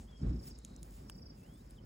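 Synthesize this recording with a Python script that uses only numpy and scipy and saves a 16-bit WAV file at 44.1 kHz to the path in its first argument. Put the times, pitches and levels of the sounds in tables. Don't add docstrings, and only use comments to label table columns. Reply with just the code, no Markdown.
import sys
import numpy as np
from scipy import signal
from scipy.fft import rfft, irfft
from scipy.io import wavfile
from scipy.ndimage import uniform_filter1d, map_coordinates

SR = 44100
rng = np.random.default_rng(int(sys.argv[2]) if len(sys.argv) > 2 else 0)


def undo_db(level):
    steps = np.asarray(level, float) / 20
    return 10 ** steps


def transcribe(u):
    v = np.clip(np.atleast_2d(u).T, -1, 1)
    q = np.round(v * 32767).astype(np.int16)
    wavfile.write(sys.argv[1], SR, q)


N = 81585
HZ = np.fft.rfftfreq(N, 1 / SR)


def evened(x):
    return x / np.sqrt(np.mean(x ** 2) + 1e-20)


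def read(points, hz):
    f, value = np.transpose(points)
    return np.interp(np.log(hz + 1), np.log(f + 1), value)


def follow(points, column=1):
    rows = np.transpose(points)
    return np.interp(np.arange(N) / SR, rows[0], rows[column])


def add(mix, s, sound):
    part = mix[round(s * SR):][:len(sound)]
    part += sound[:len(part)]


def ring(x, hz, width_hz):
    return signal.lfilter(*signal.iirpeak(min(hz, SR * .45), hz / width_hz, SR), x)


def colour(x, tone):
    return evened(irfft(rfft(x) * undo_db(read(tone, HZ)), N))


def lumpy(lump_db, lump_s):
    noise = rng.standard_normal(N)
    wander = evened(uniform_filter1d(rng.standard_normal(N), round(lump_s * SR)))
    return noise * undo_db(lump_db * wander)


def steady(x, hold_s):
    return x / np.sqrt(uniform_filter1d(x ** 2, round(hold_s * SR)) + 0.13)


def slide(top_hz, end_hz, length_s):
    u = np.arange(0, 1, 1 / (length_s * SR))
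    hz = end_hz + (top_hz - end_hz) * (.5 + .5 * np.cos(np.pi * u))
    return np.sqrt(2) * np.sin(np.pi * u) ** .6 * np.sin(2 * np.pi * np.cumsum(hz) / SR)


# [t/s, level/dB, ring f/Hz, second ring f/Hz, length/s]
SNAPS = [(.5870, -46.5, 9180, 7100, 0.0032), (.5871, -47, 12000, 13400, .001),
         (.6486, -38, 6570, 9900, 0.0023), (.6487, -40.5, 11500, 10000, 0.00061),
         (.6486, -49, 2960, 3570, 0.0022), (.7632, -44.5, 6600, 7500, 0.0018),
         (.7633, -49, 12900, 10000, 0.0016), (.8295, -47, 7200, 8300, 0.0033),
         (.8296, -39.5, 12200, 9800, 0.0028), (.8297, -51, 15200, 5200, .0022),
         (.8297, -53, 3300, 4000, .002), (1.0982, -41.5, 1240, 2550, 0.0014),
         (1.0981, -44, 5940, 7300, 0.0019), (1.0982, -36, 10300, 11400, 0.0011),
         (1.0983, -38.5, 12600, 14800, 0.002), (1.7070, -46.5, 9800, 12500, 0.0029),
         (1.7075, -56.5, 4540, 7800, 0.0021), (1.7012, -56, 8400, 12600, .002),
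         (.9083, -51, 7460, 12500, .001), (.9084, -53, 14400, 13300, .001),
         (1.195, -62.5, 1000, 1900, 0.0029)]


def snaps():
    second_db, ring_width_hz, tail_db, tail_s = -2, 1300, -21, .007
    breadth = .025
    out, t = np.zeros(N), np.arange(900) / SR
    for s, db, hz, second_hz, length_s in SNAPS:
        shape = np.exp(-(t / length_s) ** 2) + undo_db(tail_db) * np.exp(-t / tail_s)
        shape *= np.minimum(t * SR / 10, 1)
        first_break = 7 * (np.arange(len(t)) == 10)
        burst = shape * (rng.standard_normal(len(t)) + first_break)
        first = ring(ring(burst, hz, ring_width_hz), hz, ring_width_hz)
        second = ring(ring(burst, second_hz, ring_width_hz), second_hz, ring_width_hz)
        rung = evened(first) + undo_db(second_db) * evened(second)
        sound = (1 - breadth) * evened(rung) + breadth * evened(ring(burst, 6100, 21000))
        add(out, s, undo_db(db) * sound / abs(sound).max())
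    return out


# [t/s, level/dB]
TICKS = [(.0088, -54), (.067, -65), (.077, -66), (.0918, -64), (.2754, -66), (.3417, -61), (.3512, -61),
         (.3757, -62), (.4296, -62), (.507, -59), (.5793, -64), (.7063, -62), (.7961, -65), (.826, -63),
         (.8854, -62), (.9661, -57), (1.026, -60), (1.2011, -58), (1.2147, -65), (1.3566, -61),
         (1.4346, -58), (1.4822, -58), (1.6677, -62), (1.7022, -62), (1.7253, -68), (1.7598, -66),
         (1.8487, -64)]


def ticks():
    hz, width_hz, decay_s, boost_db = 12500, 3500, .0009, 4
    out, t = np.zeros(N), np.arange(900) / SR
    for s, db in TICKS:
        burst = rng.standard_normal(len(t)) * np.exp(-t / decay_s)
        tick = ring(ring(burst, hz, width_hz), hz, 2 * width_hz)
        add(out, s, undo_db(db + boost_db) * tick / abs(tick).max())
    return out


# [t/s, level/dB, fine fizz on top/dB]
SIZZLE = [(0, -58, -12), (.07, -73, 0.5), (.13, -73, -11), (.3, -64.5, -13), (.42, -68, 3), (.475, -55, 7),
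          (.54, -65.5, -10), (.61, -66.5, -11), (.77, -71, -2), (.81, -70, 5.5), (.97, -61.5, 2),
          (1.04, -67, 1), (1.2, -75, 6), (1.33, -77, 4.5), (1.38, -68, 1.5), (1.52, -69, 5),
          (1.7, -71, 1.5), (1.85, -77.5, 3)]
# [f/Hz, level per Hz/dB]
SIZZLE_TONE = [(800, -16), (2000, -9), (5800, -10), (7000, -4), (8600, -9), (12500, 0), (14500, -4),
               (16500, -8)]


def sizzle():
    spits_per_s, spread_db, spit_share, fizz_hz = 900, 3.5, .45, 10200
    spits = rng.random(N) < spits_per_s / SR
    spits = spits * undo_db(spread_db * np.minimum(rng.exponential(1, N), 4))
    spits = np.convolve(spits, np.exp(-np.arange(60) / 25.0))[:N] * rng.standard_normal(N)
    hiss = colour(evened(lumpy(2.4, 0.04)) + spit_share * evened(spits), SIZZLE_TONE)
    fizz = irfft(rfft(hiss) / (1 + (fizz_hz / (HZ + 1)) ** 12), N)
    return undo_db(follow(SIZZLE)) * (hiss + (undo_db(follow(SIZZLE, column=2)) - 1) * fizz)


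# [f/Hz, level per Hz/dB]
RUMBLE = [(37, -16), (49, 7), (59, -0.5), (80, -7), (215, -9.5), (496, -26), (535, -22.5), (577, -25.5),
          (1500, -44.5), (1950, -74), (3300, -120)]
# [f/Hz, level per Hz/dB]
GUST_TONE = [(37, -19), (52, 4), (97, -9.5), (137, -7.5), (179, -10.5), (255, -10), (502, -34.5),
             (549, -33.5), (3000, -59.5), (3900, -55), (6600, -120)]
# [t/s, level/dB]
GUST = [(0.0, -45.5), (0.02, -51), (0.19, -53.5), (0.235, -31), (0.298, -31.5), (0.386, -40),
        (0.462, -50.5), (0.504, -48.5), (0.638, -54.5), (0.73, -49.5), (0.854, -50.5), (1.086, -50.5),
        (1.128, -50), (1.184, -51), (1.39, -54), (1.534, -52), (1.586, -54.5), (1.85, -51)]


def flames_and_gust():
    calm_db, span_db = -44, 4
    share = np.clip((follow(GUST) - calm_db) / span_db, 0, 1)
    rumble = steady(colour(lumpy(2.5, .03), RUMBLE), 0.1)
    roar = steady(colour(lumpy(1.6, 0.026), GUST_TONE), 0.0523)
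    return undo_db(follow(GUST)) * (np.sqrt(1 - share) * rumble + np.sqrt(share) * roar)


def bush(x, t60_s):
    build_s = .006
    t = np.arange(SR // 2) / SR
    taps = rng.choice([-1., 1.], (2, len(t))) * undo_db(-60 * t / t60_s)
    taps *= 1 - np.exp(-(t / build_s) ** 2)
    return signal.fftconvolve(x[None], taps / np.linalg.norm(taps[0]), axes=1)[:, :N]


# [t/s, level/dB]
TRILL = [(.165, -71), (0.191, -74), (0.214, -65), (.238, -85), (.262, -72), (.296, -70), (0.324, -68.5),
         (.356, -70), (.389, -63), (0.426, -61), (0.467, -60), (0.504, -59), (0.548, -63.5), (1.039, -77),
         (1.062, -74), (1.084, -62), (1.114, -62), (1.144, -64), (1.177, -62), (1.217, -59.5), (1.256, -58),
         (1.295, -59)]
# [t/s, delay/s]
PORT_DELAYS = [(.3, 0.000313), (1.2, 0.000289)]


def triller():
    x = np.zeros(N)
    for s, db in TRILL:
        add(x, s, undo_db(db) * slide(5680, 4620, .02))
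    echo = undo_db(-5) * bush(x, .17)
    near = x + .5 * echo[0]
    late = map_coordinates(near, [np.arange(N) - follow(PORT_DELAYS) * SR], order=3)
    return np.array([late, near]) + .75 * echo


def rattle():
    start_s, gap_s, level_db, swell_db = .535, .0201, -76, 5
    out = np.zeros(N)
    for k, swell in enumerate(np.linspace(0, 1, num=13)):
        note = slide(4250, 3700, .011)
        add(out, start_s + k * gap_s, undo_db(level_db + swell_db * swell) * note)
    return out


# [t/s, pitch f/Hz, level/dB]
WHISTLES = [
    [(0.072, 3050, -73.5), (0.094, 3450, -72), (0.106, 3419, -72), (0.13, 3255, -73.5), (0.17, 3260, -66),
     (0.18, 3334, -85), (0.204, 3130, -73), (0.212, 3344, -92)],
    [(1.365, 2820, -82), (1.385, 2683, -85), (1.409, 2612, -83.5), (1.431, 2610, -79), (1.493, 3204, -77),
     (1.587, 3620, -83.5), (1.617, 4020, -79), (1.64, 4180, -107)],
    [(1.75, 4240, -93), (1.762, 3941, -86), (1.776, 3330, -73), (1.794, 3010, -64.5), (1.802, 3020, -105),
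     (1.81, 2925, -99)],
]


def whistles():
    x, t = np.zeros(N), np.arange(N) / SR
    waver = undo_db(2.5 * evened(uniform_filter1d(rng.standard_normal(N), size=300)))
    for rows in WHISTLES:
        edge = np.clip(np.minimum(t - rows[0][0], rows[-1][0] - t) / 0.0035, 0, 1)
        tone = np.sqrt(2) * np.sin(2 * np.pi * np.cumsum(follow(rows)) / SR)
        x += edge * waver * undo_db(follow(rows, column=2)) * tone
    pip_s, pip_hz, pip_db = 1.533, 8500, -73
    add(x, pip_s, undo_db(pip_db) * slide(pip_hz, pip_hz * 0.976, 0.024))
    return x


def deep_birds():
    rattling, whistling = rattle(), whistles()
    echo = bush(undo_db(-12) * whistling + rattling, .25)
    port_db = np.array([[.5], [-.5]])
    return (whistling + rattling) * undo_db(port_db) + echo


def insects():
    hz, width_hz, level_db = 5100, 900, -78.5
    song = [evened(ring(ring(lumpy(3.0, .015), hz, width_hz), hz, width_hz)) for port in range(2)]
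    return undo_db(level_db) * np.array(song)


# [f/Hz, level per Hz/dB]
AIR = [(500, 5.5), (1000, -3), (2000, -9), (3300, -17), (6000, -27), (10000, -41.5), (16000, -18)]


def far_air():
    return undo_db(-65.5) * colour(lumpy(2.2, 0.045), AIR)


# [f/Hz, likeness 0-1]
SAME = [(60, 1.0), (130, .9998), (300, .97), (480, .4), (900, .55), (2300, .2), (4000, .5), (5800, .999),
        (14000, .999), (15500, .7)]
# [f/Hz, lead/rad]
LEAD = [(330, .05), (700, 3.2), (1800, 5.6), (6000, 6.28), (7300, 6.6), (11200, 9.42), (14100, 9.42),
        (15500, 10.4)]
# [f/Hz, level/dB]
LOUDER_LEFT = [(240, 0), (330, -.5), (480, -3), (950, -1.5), (1900, -1), (3800, 0)]


def ports(x, other, near=False):
    same, lead = read(SAME, HZ), read(LEAD, HZ)
    if near:
        same = np.clip(same, .85, .988)
        lead = read(LEAD, np.maximum(HZ, 6300))
    left = rfft(x)
    right = same * np.exp(1j * lead) * left + np.sqrt(1 - same ** 2) * rfft(other)
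    tilt = undo_db(read(LOUDER_LEFT, HZ) / 2)
    return np.array([irfft(left * tilt, N), irfft(right / tilt, N)])


def scene():
    left, other = (sizzle() + flames_and_gust() + far_air() for port in range(2))
    crackle, other_crackle = (snaps() + ticks() for port in range(2))
    fire = ports(left, other) + ports(crackle, other_crackle, near=True)
    return fire + insects() + triller() + deep_birds()


def roll_off(x):
    return signal.sosfilt(signal.butter(12, 16670, fs=SR, output="sos"), x)


def record(dry):
    low_cut = signal.butter(N=4, Wn=40, btype="highpass", fs=SR, output="sos")
    cut = signal.sosfilt(low_cut, dry)
    band_limit = signal.firwin(numtaps=255, cutoff=15900, fs=SR)
    cut = signal.oaconvolve(cut, band_limit[None], "same")
    return roll_off(cut)


dry = scene()
out = record(dry)
transcribe(out)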